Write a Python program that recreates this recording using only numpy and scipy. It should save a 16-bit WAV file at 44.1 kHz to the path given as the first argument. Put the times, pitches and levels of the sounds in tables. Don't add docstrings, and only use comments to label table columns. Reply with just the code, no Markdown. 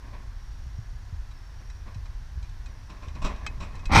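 import sys
import numpy as np
from scipy import signal
from scipy.fft import rfft, irfft
from scipy.io import wavfile

SR = 44100
rng = np.random.default_rng(int(sys.argv[2]) if len(sys.argv) > 2 else 0)


def digitize_waveform(pressure):
    field = np.atleast_2d(pressure).T
    bounded = np.clip(field, -1, 1)
    quanta = np.round(bounded * 32767).astype(np.int16)
    wavfile.write(sys.argv[1], SR, quanta)


N = 176400

# (time [s], relative level [dB], brightness [Hz])
BLOWS = [(3.893, -25, 600), (3.9036, -27, 1120), (3.914, -26.5, 2520), (3.919, -21.5, 8000),
         (3.932, -20, 5100), (3.948, -12.5, 3800), (3.955, -12, 11000), (3.974, -17.5, 6500),
         (3.985, -17, 7500)]
# (frequency [Hz], level [dB])
CRUMPLE_SPECTRUM = [(100, -4.5), (170, -1), (250, -2.5), (430, -13.5), (660, -12), (800, -3), (1050, -4.5),
                    (1650, -13), (2050, -7), (2450, -5), (2850, -20), (3300, -15), (4600, -16), (6100, -18),
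                    (7200, -30), (8300, -23.5), (9000, -32), (12600, -36), (15000, -49)]
# (frequency [Hz], level [dB], t60 [s])
PANEL_MODES = [(754, 0.5, 0.35), (829, 0.5, 0.22), (936, 5.5, 0.35), (1021, -2, 0.4), (1448, -4.5, 0.21),
               (2095, -11, 0.17), (2135, -11, 0.22), (2470, 3, 0.17), (2860, -9, 0.27), (3250, -2.5, 0.11),
               (3950, -11, 0.088), (4490, -3.5, 0.091), (5430, -21, .12), (5850, -8, 0.061)]
# (time [s], level [dB], pitch [Hz])
THUDS = [(3.868, -19.5, 32.4), (3.893, -37, 248), (3.915, -16.5, 73), (3.942, -13, 46),
         (3.956, -18.5, 215.6), (3.971, -11, 96)]
# (time [s], level [dB], attack [s], decay [s], brightness [Hz])
STEPS = [(2.894, -43.5, 0.0079, 0.024, 5000), (3.02, -47, 0.0065, .04, 5000),
         (3.147, -47, 0.0099, 0.016, 3500), (3.217, -39, .004, 0.05, 11000),
         (3.242, -31.5, 0.0078, 0.017, 11000), (3.262, -36, 0.0033, 0.015, 3440),
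         (3.6, -38.5, .007, 0.025, 8000), (3.623, -46, 0.0091, .025, 9200)]
# (frequency [Hz], level [dB])
CRUNCH_SPECTRUM = [(88, -40), (150, 4.5), (378, -6.5), (687, -11.5), (787, -15.5), (1050, -2), (1350, -12),
                   (2060, -19.5), (2550, -10), (3090, -20.5), (3820, -16), (4910, -24.5), (5400, -15.5),
                   (6550, -25), (7790, -22), (8750, -34.5), (15000, -44)]
# (frequency [Hz], level [dB], t60 [s])
STEP_MODES = [(574, 4, .08), (1014, 1, 0.041), (1165, -6, .05), (1430, -9, 0.059), (2240, 2, .06),
              (2497, 3, 0.047), (3970, -8, 0.042), (5940, -2.5, 0.027)]
# (time [s], level [dB], attack [s], decay [s])
DRAGS = [(0., -54, 0.056, 0.15), (0.127, -47.5, 0.012, 0.03), (1.59, -53, 0.025, 0.026),
         (1.855, -48.5, 0.027, 0.039), (2.055, -55, .01, .025), (2.66, -58.5, .015, 0.18),
         (2.9, -53.5, .02, 0.12), (3.025, -55, 0.011, 0.11), (3.155, -47, 0.017, 0.023),
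         (3.258, -37.5, 0.011, 0.027), (3.292, -42.5, 0.012, .03), (3.37, -48.5, 0.093, 0.12),
         (3.609, -47.5, 0.012, .07), (3.728, -50, 0.014, 0.061), (3.825, -51.5, 0.013, 0.077)]
# (frequency [Hz], level [dB])
DRAG_SPECTRUM = [(180, 3), (280, 1.5), (430, -4.5), (600, -2.5), (820, -6), (1060, 3), (1400, -14.5),
                 (1800, -6.5), (2400, -9.5), (2900, -21.5), (4000, -20.5), (7000, -35)]
# (time [s], level [dB], low cut [Hz])
GEAR_CLICKS = [(1.3114, -55.5, 900), (1.6995, -49, 1500), (1.945, -49, 2200), (2.056, -52.5, 900),
               (2.4269, -51, 1800), (2.442, -55, 1500), (2.4942, -56, 2000), (2.6594, -47.5, 1500),
               (3.0831, -49, 1000), (3.1507, -50, 2000), (3.361, -50, 3000), (3.4638, -31, 610),
               (3.754, -48.5, 1500), (3.792, -50.5, 1180), (3.855, -36.5, 2420)]
# (frequency [Hz], level [dB])
CRACK_SPECTRUM = [(350, -37), (600, -2), (1330, 0.5), (3410, -10.5), (4010, -5), (4840, -12), (6000, -6.5),
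                  (8070, -18.5), (8750, -31), (11600, -30), (15000, -44)]
# (frequency [Hz], level [dB], t60 [s])
CASE_MODES = [(1130, -2, 0.05), (1430, -7.5, 0.03), (2174, -6, 0.073), (2496, 3, 0.082), (3130, -7, 0.028),
              (3940, -0.5, .045), (5250, -10, 0.032), (7800, -10, 0.027)]
# (time [s], level [dB], pitch [Hz])
MIC_BUMPS = [(.665, -29.5, 60), (.785, -27, 109), (.927, -36.5, 115.9), (1.125, -26, 82), (1.958, -28, 104),
             (2.373, -23.5, 60.7), (3.075, -24, 67.5), (3.19, -33, 120), (3.24, -15.5, 27.9),
             (3.43, -29.5, 70.6), (3.575, -31, 116), (3.735, -32.5, 113.5)]
# (frequency [Hz], level [dB])
RUMBLE_SPECTRUM = [(18, 2), (28, 2), (52, 2), (76, -5), (105, -7.5), (130, -17), (165, -27.5), (250, -32),
                   (330, -50)]
# (time [s], relative level [dB])
RUMBLE_LEVELS = [(0.0, -41.5), (0.1, -37), (1.22, -36.5), (1.44, -40), (2.44, -34), (2.99, -40),
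                 (3.07, -36.5), (3.28, -33), (3.48, -36), (3.85, -34)]
# (start [s], end [s], pitch [Hz], level [dB])
INSECT_CALLS = [(.1, 3, 4535, -78), (.36, 0.95, 5640, -69), (.45, 1.3, 6700, -78), (1.3, 1.53, 5400, -69),
                (1.53, 1.85, 5660, -68), (2.6, 3.5, 5770, -72)]
# (frequency [Hz], level [dB])
PINE_SPECTRUM = [(150, -13), (250, -2.5), (404, -6.5), (471, -9), (664, -7), (1020, -2.5), (1230, -7),
                 (1670, -4), (2320, -12.5), (2530, -12), (3000, -14), (5010, -14), (5550, -11), (6050, -15),
                 (6820, -20), (7180, -23), (15000, -32)]

CRUMPLE_DB, PANEL_DB, STEP_RING_DB = -4.5, -6, -8.5
RUMBLE_TRIM_DB, PINES_DB, ECHO_DB = -0.5, -57, -17


def body_crash():
    rattle = grains(per_s=9000, spread_db=2)
    crumple = colour(rattle, CRUMPLE_SPECTRUM)
    crush, force = 0, 0
    for start, db, bright_hz in BLOWS:
        push = undb(db) * swell(start, attack=0.0029, decay=0.022)
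        crush += butter(push * crumple, 2 * bright_hz, "low")
        force += butter(push * rattle, bright_hz, "low")
    return undb(CRUMPLE_DB) * crush + undb(PANEL_DB) * ring(force, PANEL_MODES)


def tyre_thuds():
    return thumps(THUDS, attack=0.0023, decay=0.03)


def footsteps():
    grit = grains(per_s=7000, spread_db=0.5)
    sand = colour(grit, CRUNCH_SPECTRUM)
    crunch, force = 0, 0
    for start, db, attack, decay, bright_hz in STEPS:
        press = undb(db) * swell(start, attack, decay)
        crunch += butter(press * sand, bright_hz, "low", order=1)
        force += butter(press * grit, bright_hz, "low", order=1)
    return crunch + undb(STEP_RING_DB) * ring(force, STEP_MODES)


def sole_drags():
    press = sum(undb(db) * swell(start, attack, decay) for start, db, attack, decay in DRAGS)
    return press * colour(grains(per_s=2500, spread_db=1.5), DRAG_SPECTRUM)


def gear_clicks():
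    chatter = grains(per_s=11000, spread_db=1.5)
    crack = colour(chatter, CRACK_SPECTRUM)
    out = 0
    for start, db, low_cut_hz in GEAR_CLICKS:
        tap = undb(db) * swell(start, attack=0.00073, decay=0.007)
        detuned = [(hz * rng.uniform(0.9653, 1.028), level, t60) for hz, level, t60 in CASE_MODES]
        out += butter(tap * crack + ring(tap * chatter, detuned), low_cut_hz, "high")
    return out


def squeal():
    return whine(start=3.355, end=3.48, hz=1680, db=-55, width_hz=59, fade=0.03)


def clearing_echo(x):
    scatter = rng.standard_normal(N) * swell(0.0033, attack=0.024, decay=0.095)
    response = butter(scatter, 3800, "low")
    return undb(ECHO_DB) * signal.fftconvolve(x, response / np.linalg.norm(response))[:N]


def microphone_bumps():
    return thumps(MIC_BUMPS, attack=0.0042, decay=0.016)


def engine_and_breeze():
    times, levels = np.array(RUMBLE_LEVELS).T
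    gain = undb(np.interp(np.arange(N) / SR, times, levels) + RUMBLE_TRIM_DB)
    return gain * colour(rng.standard_normal(N), RUMBLE_SPECTRUM)


def pines_and_insects():
    hiss = undb(PINES_DB) * colour(rng.standard_normal(N), PINE_SPECTRUM)
    return hiss + sum(whine(*call, width_hz=110, fade=0.06) for call in INSECT_CALLS)


def undb(db):
    return 10 ** (np.asarray(db) / 20)


def unit(x):
    return x / np.sqrt(np.mean(x ** 2))


def butter(x, hz, kind, order=2):
    return signal.sosfilt(signal.butter(order, min(hz, SR / 2 - 1), kind, fs=SR, output="sos"), x)


def colour(x, spectrum):
    hz, db = np.array(spectrum).T
    freqs = np.maximum(np.arange(N // 2 + 1) * SR / N, 1)
    gain = undb(np.interp(np.log(freqs), np.log(hz), db))
    skirts = np.minimum(freqs / hz[0], 1) ** 3 * np.minimum(hz[-1] / freqs, 1) ** 3
    return unit(irfft(rfft(x) * gain * skirts, N))


def grains(per_s, spread_db):
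    size = undb(spread_db * np.minimum(rng.exponential(size=N), 4))
    hits = rng.random(N) < per_s / SR
    return unit(hits * size * rng.choice([-1, 1], N))


def swell(start, attack, decay):
    age = np.arange(N) / SR - start
    return np.clip(age / attack, 0, 1) * np.exp(-np.clip((age - attack) / decay, 0, 20))


def ring(force, modes):
    t = np.arange(SR // 4) / SR
    response = 0
    for hz, db, t60 in modes:
        envelope = undb(db) / np.sqrt(t60) * np.exp(-np.log(1000) * t / t60)
        response += envelope * np.sin(2 * np.pi * (hz * t + rng.random()))
    return signal.fftconvolve(force, response / np.linalg.norm(response))[:N]


def thumps(rows, attack, decay):
    t = np.arange(N) / SR
    return sum(undb(db) * swell(start, attack, decay) * np.sin(2 * np.pi * hz * (t - start))
               for start, db, hz in rows)


def whine(start, end, hz, db, width_hz, fade):
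    t = np.arange(N) / SR
    waver = butter(rng.standard_normal(N), width_hz / 2, "low")
    tone = unit(waver * np.sin(2 * np.pi * hz * t))
    return undb(db) * tone * np.clip(np.minimum(t - start, end - t) / fade, 0, 1)


def scene():
    crunches = body_crash() + footsteps() + sole_drags()
    foreground = crunches + tyre_thuds() + gear_clicks() + squeal()
    background = microphone_bumps() + engine_and_breeze() + pines_and_insects()
    return (foreground + clearing_echo(crunches) + background)[None]


def record(dry):
    top_hz = 15280
    return signal.sosfilt(signal.ellip(10, .1, 80, top_hz, fs=SR, output="sos"), dry)


dry = scene()
out = record(dry)
digitize_waveform(out)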